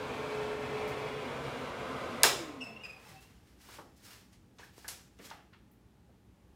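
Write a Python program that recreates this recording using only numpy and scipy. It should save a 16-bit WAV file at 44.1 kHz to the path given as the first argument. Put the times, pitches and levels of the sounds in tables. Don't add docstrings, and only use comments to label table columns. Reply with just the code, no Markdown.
import sys
import numpy as np
from scipy import signal
from scipy.fft import rfft, irfft, next_fast_len
from scipy.io import wavfile

SR = 44100
rng = np.random.default_rng(int(sys.argv[2]) if len(sys.argv) > 2 else 0)


def voltage_ratio(decibels):
    exponent = np.asarray(decibels, float) / 20
    return 10 ** exponent


def log_audio(samples):
    frames = np.atleast_2d(samples).T
    limited = np.clip(frames, -1, 1)
    pcm = np.round(limited * 32767).astype(np.int16)
    wavfile.write(sys.argv[1], SR, pcm)


N = 289138
TIME = np.arange(N) / SR

OFF_S = 2.233
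COAST_S = 0.43
COAST_END_S = 2.9


def rms_one(x):
    return x / np.sqrt(np.mean(x ** 2) + 1e-20)


def in_time(rows):
    s, *columns = np.transpose(rows)
    from_start = TIME - s[0] + (s[0] < 0.01)
    gate = np.clip(np.minimum(from_start, s[-1] - TIME) / 0.02, 0, 1)
    return [np.interp(TIME, s, column) for column in columns] + [gate]


def at_hz(points, hz):
    table = np.array(points)
    return np.interp(np.log(hz), np.log(table[:, 0]), table[:, 1])


def coloured(spectrum, peaks=()):
    size = next_fast_len(N)
    hz = np.maximum(np.fft.rfftfreq(size, 1 / SR), 1)
    lift_db = sum(db / (1 + (2 * (hz - centre) / width) ** 2) for centre, width, db in peaks)
    gain = voltage_ratio(at_hz(spectrum, hz) + lift_db) * (hz > spectrum[0][0])
    return rms_one(irfft(rfft(rng.standard_normal(size)) * gain, size)[:N])


def drift(rate_hz):
    knots = rng.standard_normal(4000)
    return np.interp(TIME * rate_hz, np.arange(len(knots)), knots)


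def moving_band(hz, width_hz, steady=0):
    low_pass = signal.butter(2, width_hz / 2, fs=SR, output="sos")
    slow = signal.sosfilt(low_pass, rng.standard_normal((2, N)))
    phase = 2 * np.pi * np.cumsum(hz) / SR
    in_phase = (rms_one(slow[0]) + steady) * np.cos(phase)
    return rms_one(in_phase + rms_one(slow[1]) * np.sin(phase))


def swell(s, rise, fall):
    late = TIME - s
    steps = np.maximum(-late / abs(rise), late / abs(fall))
    return voltage_ratio(-15 * np.minimum(steps, 8))


def room_tone():
    # (frequency [Hz], density [dB per Hz])
    quiet = [(15, -59), (25, -32), (45, -6.5), (82, -8), (113, -5), (148, -15.5), (173, -7.5), (209, -9.5),
             (331, -13.5), (631, -25.5), (848, -24), (970, -27.5), (15500, -47.5)]
    # (frequency [Hz], width [Hz], lift [dB])
    hum = [(62, 15, 7), (127, 6.3, 7), (188, 24, 2)]
    whine = coloured([(500, -34.5), (1200, -40.5)], [(830, 40, 30)])
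    return voltage_ratio(-61.5 + 0.67 * drift(9.0)) * coloured(quiet, hum) + voltage_ratio(-84.5) * whine


def rotor_speed():
    return 1 / (1 + np.maximum(TIME - OFF_S, 0) / COAST_S)


def patchy(x, echo_db, t60, count):
    u, out = np.arange(SR // 4) / SR, 0
    spots_s = np.linspace(0, COAST_END_S, count)
    b, a = signal.butter(1, [760, 3500], "band", fs=SR)
    for k, white in enumerate(rng.standard_normal((count, len(u)))):
        echoes = signal.lfilter(b, a, white) * voltage_ratio(-60 * u / t60)
        answer = voltage_ratio(echo_db) * echoes / np.sqrt(np.sum(echoes ** 2)) + (u == 0)
        heard = signal.fftconvolve(x, answer / np.sqrt(np.sum(answer ** 2)))[:N]
        share = np.interp(TIME, spots_s, np.arange(count) == k)
        out = out + np.sqrt(share) * heard
    return out


def fan_rush():
    # (frequency [Hz], density [dB per Hz])
    roar_spectrum = [(24, -56.5), (40, -17.5), (85, -10), (101, -18), (129, -7), (168, -15), (251, -6.5),
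                     (353, -10.5), (424, -7.5), (458, -5), (706, -13.5), (863, -15.5), (1230, -15.5),
                     (1600, -21), (2080, -51.5), (3520, -120)]
    # (frequency [Hz], density [dB per Hz])
    hiss_spectrum = [(410, -28.5), (700, -2), (861, -8), (1010, -1), (1240, -6), (1900, -11.5),
                     (2160, -6.5), (3450, -14.5), (5220, -22.5), (9720, -31), (15500, -40)]
    # (frequency [Hz], width [Hz], level above the rush [dB])
    duct = [(136.3, 20, 7), (247, 8.7, 3.5), (518.4, 7.4, 6), (600, 5.7, 7.5), (712.3, 7.8, 8.5),
            (910, 7.9, 5), (1040, 25, 2), (1260, 36, 3), (2200, 93, 0.5)]
    # (time [s], level [dB])
    nearness = [(0.0, -0.5), (.54, -.5), (.7, 0), (1.5, -1), (1.77, -1), (2.22, -1), (3.0, -0.5),
                (3.27, -8), (3.5, -19)]
    near_db, gate = in_time(nearness)
    speed = rotor_speed()
    roar_gain = voltage_ratio(-43 + near_db + 0.27 * drift(12.0)) * speed ** 2.07
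    hiss_gain = voltage_ratio(-46.5 + near_db + 0.5 * drift(25.0)) * speed ** 2.3
    rush = roar_gain * coloured(roar_spectrum, duct) + hiss_gain * coloured(hiss_spectrum, duct)
    return gate * patchy(rush, echo_db=-9.0, t60=0.15, count=6)


def blade_tone():
    # (time [s], level [dB])
    tone_level = [(0.0, -48), (0.156, -46), (0.662, -40.5), (1.0, -45), (1.17, -44), (1.25, -50),
                  (1.45, -62)]
    db, gate = in_time(tone_level)
    phase = 2 * np.pi * np.cumsum(426.4 + 1.9 * drift(32.8)) / SR
    return np.sqrt(2) * gate * voltage_ratio(db + 3.3 * drift(25.2)) * np.sin(phase)


def basin_waves():
    # (time [s], centre [Hz], level [dB])
    waves = [(0., 520, -53), (1.0, 540.1, -50), (1.3, 484.7, -52), (1.7, 500, -62), (2.25, 478, -60)]
    hz, db, facing = in_time(waves)
    return facing * voltage_ratio(db) * moving_band(hz, width_hz=130.0)


def coasting_tone():
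    speed = rotor_speed()
    hz = 479 * speed
    housing_db = 7 / (1 + (2 * (hz - 250) / 50) ** 2)
    free = np.clip(np.minimum((TIME - OFF_S) / 0.0075, (COAST_END_S - TIME) / 0.3), 0, 1)
    level = free * voltage_ratio(-43 + housing_db) * speed ** 1.6
    return level * moving_band(hz, width_hz=32.0, steady=2.2)


def housing_brush():
    # (time [s], centre [Hz], level [dB])
    brushes = [
        (2.708, 684, -57.5),
        (2.868, 850, -65.5),
        (2.98, 777, -62),
        (3.084, 851, -62),
        (3.162, 769, -57.5),
    ]
    out = np.zeros(N)
    for s, hz, db in brushes:
        out += voltage_ratio(db) * swell(s, rise=0.07, fall=0.06) * moving_band(np.full(N, hz), width_hz=31.0)
    return out


def sandal_contacts():
    # (time [s], peak [dB], centre [Hz], half-width [octaves])
    slaps = [
        (.876, -41.5, 10940, 2),
        (3.205, -54.5, 6000, 1.7),
        (3.963, -72, 6030, 0.84),
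        (4.329, -55, 4000, 1.2),
        (4.584, -48, 2470, 1.4),
        (4.879, -31, 7160, 0.82),
        (5.31, -51, 3180, 0.63),
        (5.530, -56.5, 2200, .87),
        (5.713, -61, 13480, 0.35),
    ]
    # (time [s], peak [dB], centre [Hz], half-width [octaves])
    ticks = [
        (4.779, -44, 2000, 2.3),
        (4.780, -43, 497, 1.04),
        (5.189, -52, 2667, 1.5),
        (5.303, -39, 3000, 0.94),
    ]
    # (time [s], peak [dB], centre [Hz], half-width [octaves])
    knocks = [(3.084, -54.5, 128, 0.31), (3.687, -46.5, 683, 1.15), (3.785, -38.5, 566, 1.2),
              (3.789, -58, 197, 0.87), (4.586, -50.5, 804, 0.37), (4.59, -54, 428, 0.29),
              (4.628, -47.5, 1674, .13), (4.843, -44, 870, 1.3), (4.842, -47, 1636, 0.092),
              (4.882, -38.5, 1340, 1.46), (5.193, -48.5, 300, 0.793), (5.250, -69, 2405, .079),
              (5.309, -41.5, 1260, 0.52), (5.311, -41.5, 774, 0.32), (5.532, -54.5, 1213, 0.7),
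              (6.09, -57.5, 400, 0.8)]
    return ([(*row, 0.069, 0.5) for row in slaps]
            + [(*row, 0.013, -10) for row in ticks]
            + [(*row, 0.07, -2) for row in knocks])


def switch_contacts():
    # (delay [s], peak [dB], centre [Hz], half-width [octaves], t60 [s])
    parts = [
        (0., -5, 7000, 0.58, 0.0092),
        (0., -10.5, 13500, .5, 0.013),
        (0.00062, -8, 3300, .6, 0.009),
        (0.0033, -14.5, 1100, 0.87, .025),
        (0.011, -23.5, 480, .5, 0.029),
        (0, -39.5, 1050, 0.027, .25),
        (0.0082, -33.5, 4850, .04, .1),
        (.003, -33, 7450, .04, .08),
        (.003, -32, 3550, 0.065, .08),
    ]
    return [(OFF_S + delay, *part, -1) for delay, *part in parts]


def hits(rows):
    direct, sent = np.zeros(N + SR), np.zeros(N + SR)
    t = np.arange(SR // 5) / SR
    for s, db, hz, octaves, t60, room_db in rows:
        edges = np.clip([hz / 2 ** octaves, hz * 2 ** octaves], 30, 0.45 * SR)
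        band = signal.butter(3, edges, "band", fs=SR, output="sos")
        rise = np.minimum(t / (0.025 * t60), 1)
        burst = signal.sosfilt(band, rng.standard_normal(len(t)) * rise * voltage_ratio(-60 * t / t60))
        burst = voltage_ratio(db) * burst / np.abs(burst).max()
        click = rms_one(signal.sosfilt(band, 1.0 * (t == 0))) * np.sqrt(np.mean(burst ** 2))
        at = round(s * SR)
        direct[at:at + len(t)] += burst
        sent[at:at + len(t)] += voltage_ratio(room_db) * click
    return direct[:N], sent[:N]


def slides():
    # (frequency [Hz], density [dB per Hz])
    bright_spectrum = [(1470, -43), (2500, -13), (3170, -2), (3890, 0), (5490, 1.5), (5750, -1), (8680, -4),
                       (15500, -8)]
    # (frequency [Hz], density [dB per Hz])
    dull_spectrum = [(240, -45), (400, 2), (727, 1), (1540, 4), (1680, 5), (3080, 0.5), (4000, -8),
                     (5200, -30), (8800, -120)]
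    # (time of most pressure [s], rise [s], fall [s], bright level [dB], dull level [dB])
    scuffs = [(2.39, .02, 0.13, -58.5, -52), (2.64, 0.05, 0.24, -69.5, -67), (2.85, 0.036, 0.2, -67.5, -60),
              (3.095, 0.15, 0.15, -61.5, -61), (3.228, 0.024, 0.066, -64.5, -68),
              (3.3, .05, 0.36, -74.5, -73), (3.476, .02, .12, -72.5, -73.5),
              (3.615, 0.026, 0.24, -63.5, -67.5), (3.746, .12, 0.078, -57.5, -58.5),
              (3.966, 0.0073, 0.071, -67.5, -92), (4.05, 0.032, 0.158, -58.5, -65.5),
              (4.125, .12, 0.11, -59.5, -59.5), (4.33, 0.012, 0.044, -71, -71.5),
              (4.599, 0.011, 0.088, -67.5, -58.5), (4.647, 0.07, 0.054, -64, -70.5),
              (4.79, .07, 0.089, -63, -67.5), (4.83, 0.13, 0.19, -67.5, -73),
              (4.92, 0.069, 0.13, -59.5, -60), (5.195, .01, 0.045, -75, -59),
              (5.258, 0.053, 0.058, -54.5, -58.5), (5.31, 0.027, .1, -67.5, -59),
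              (5.534, .02, 0.057, -90, -70)]
    bright_power, dull_power = np.zeros(N), np.zeros(N)
    for s, rise, fall, bright_db, dull_db in scuffs:
        pressure = swell(s, rise, fall)
        bright_power += (pressure * voltage_ratio(bright_db)) ** 2
        dull_power += (pressure * voltage_ratio(dull_db)) ** 2
    bright = np.sqrt(bright_power) * coloured(bright_spectrum)
    dull = np.sqrt(dull_power) * coloured(dull_spectrum)
    return voltage_ratio(2.0 + 1.03 * drift(150.0)) * (bright + dull)


def bearing():
    # (time [s], peak [dB], pitch [Hz], length [s], overtone level [dB])
    squeaks = [(2.606, -45, 2820, 0.021, -17), (2.61, -41, 2648, 0.026, -8.5), (2.639, -54, 2610, 0.01, 4),
               (2.662, -43, 2677, 0.016, -16), (2.682, -49, 2663, 0.022, -13),
               (2.763, -43.5, 2747, 0.012, -23.5), (2.805, -53, 2870, 0.033, -21),
               (2.835, -44, 2522, 0.025, -7), (2.851, -41, 2720, 0.0082, -28),
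               (2.893, -45.5, 2522, 0.021, -10), (2.930, -50.5, 2540, 0.02, -13),
               (2.96, -61, 2410, 0.019, -3), (3.05, -59, 2610, 0.013, -14), (3.16, -59, 2660, 0.036, -23.5),
               (3.21, -67, 2750, 0.059, -23)]
    out, rough = np.zeros(N), drift(300.0)
    for s, db, hz, length, over_db in squeaks:
        span = slice(round(s * SR), round((s + length) * SR))
        u = TIME[span] - s
        pitch = hz * (1 + 0.015 * rough[span] - 0.003 * u / length)
        phase = 2 * np.pi * np.cumsum(pitch) / SR
        stack = np.sin(phase)
        for k in range(4):
            stack += voltage_ratio(over_db - 13 * k) * np.sin((k + 2) * phase)
        stack += voltage_ratio(over_db - 19.5) * (np.sin(2.5 * phase) + np.sin(3.5 * phase))
        out[span] += voltage_ratio(db) * np.sin(np.pi * np.clip(u / length, 0, 1)) ** 0.18 * stack
    return out


def room(x):
    # (frequency [Hz], t60 [s])
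    tiles = [(125, 0.94), (500, 0.35), (1500, 0.31), (4000, 0.38), (8000, 0.31), (14000, .2)]
    t, tail = np.arange(SR) / SR, 0
    for hz in 90 * 2.0 ** np.arange(8):
        edges = [hz / 2 ** 0.5, min(hz * 2 ** 0.5, 0.45 * SR)]
        band = signal.butter(2, edges, "band", fs=SR, output="sos")
        fall_db = -60 * t / at_hz(tiles, hz)
        decay = voltage_ratio(fall_db) + voltage_ratio(-20 + fall_db / 2.1)
        tail = tail + signal.sosfilt(band, rng.standard_normal(SR)) * decay
    tail = tail * np.clip((t - 0.002) / 0.0058, 0, 1)
    return signal.fftconvolve(x, tail / np.sqrt(np.sum(tail ** 2)))[:N]


def scene():
    fan = fan_rush() + blade_tone() + basin_waves() + coasting_tone() + housing_brush()
    direct, sent = hits(sandal_contacts() + switch_contacts())
    scrape, squeak = slides(), bearing()
    wet = room(sent + voltage_ratio(-6.5) * squeak + voltage_ratio(-8.5) * scrape)
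    return (room_tone() + fan + direct + scrape + squeak + wet)[None]


def band_limit(x):
    return signal.sosfilt(signal.butter(12, 15840, fs=SR, output="sos"), x)


def record(dry):
    bass_cut = signal.butter(2, 42.0, "high", fs=SR, output="sos")
    top_cut = signal.cheby2(10, 60, 17200, fs=SR, output="sos")
    mix = signal.sosfilt(top_cut, signal.sosfilt(bass_cut, dry))
    return band_limit(mix)


dry = scene()
out = record(dry)
log_audio(out)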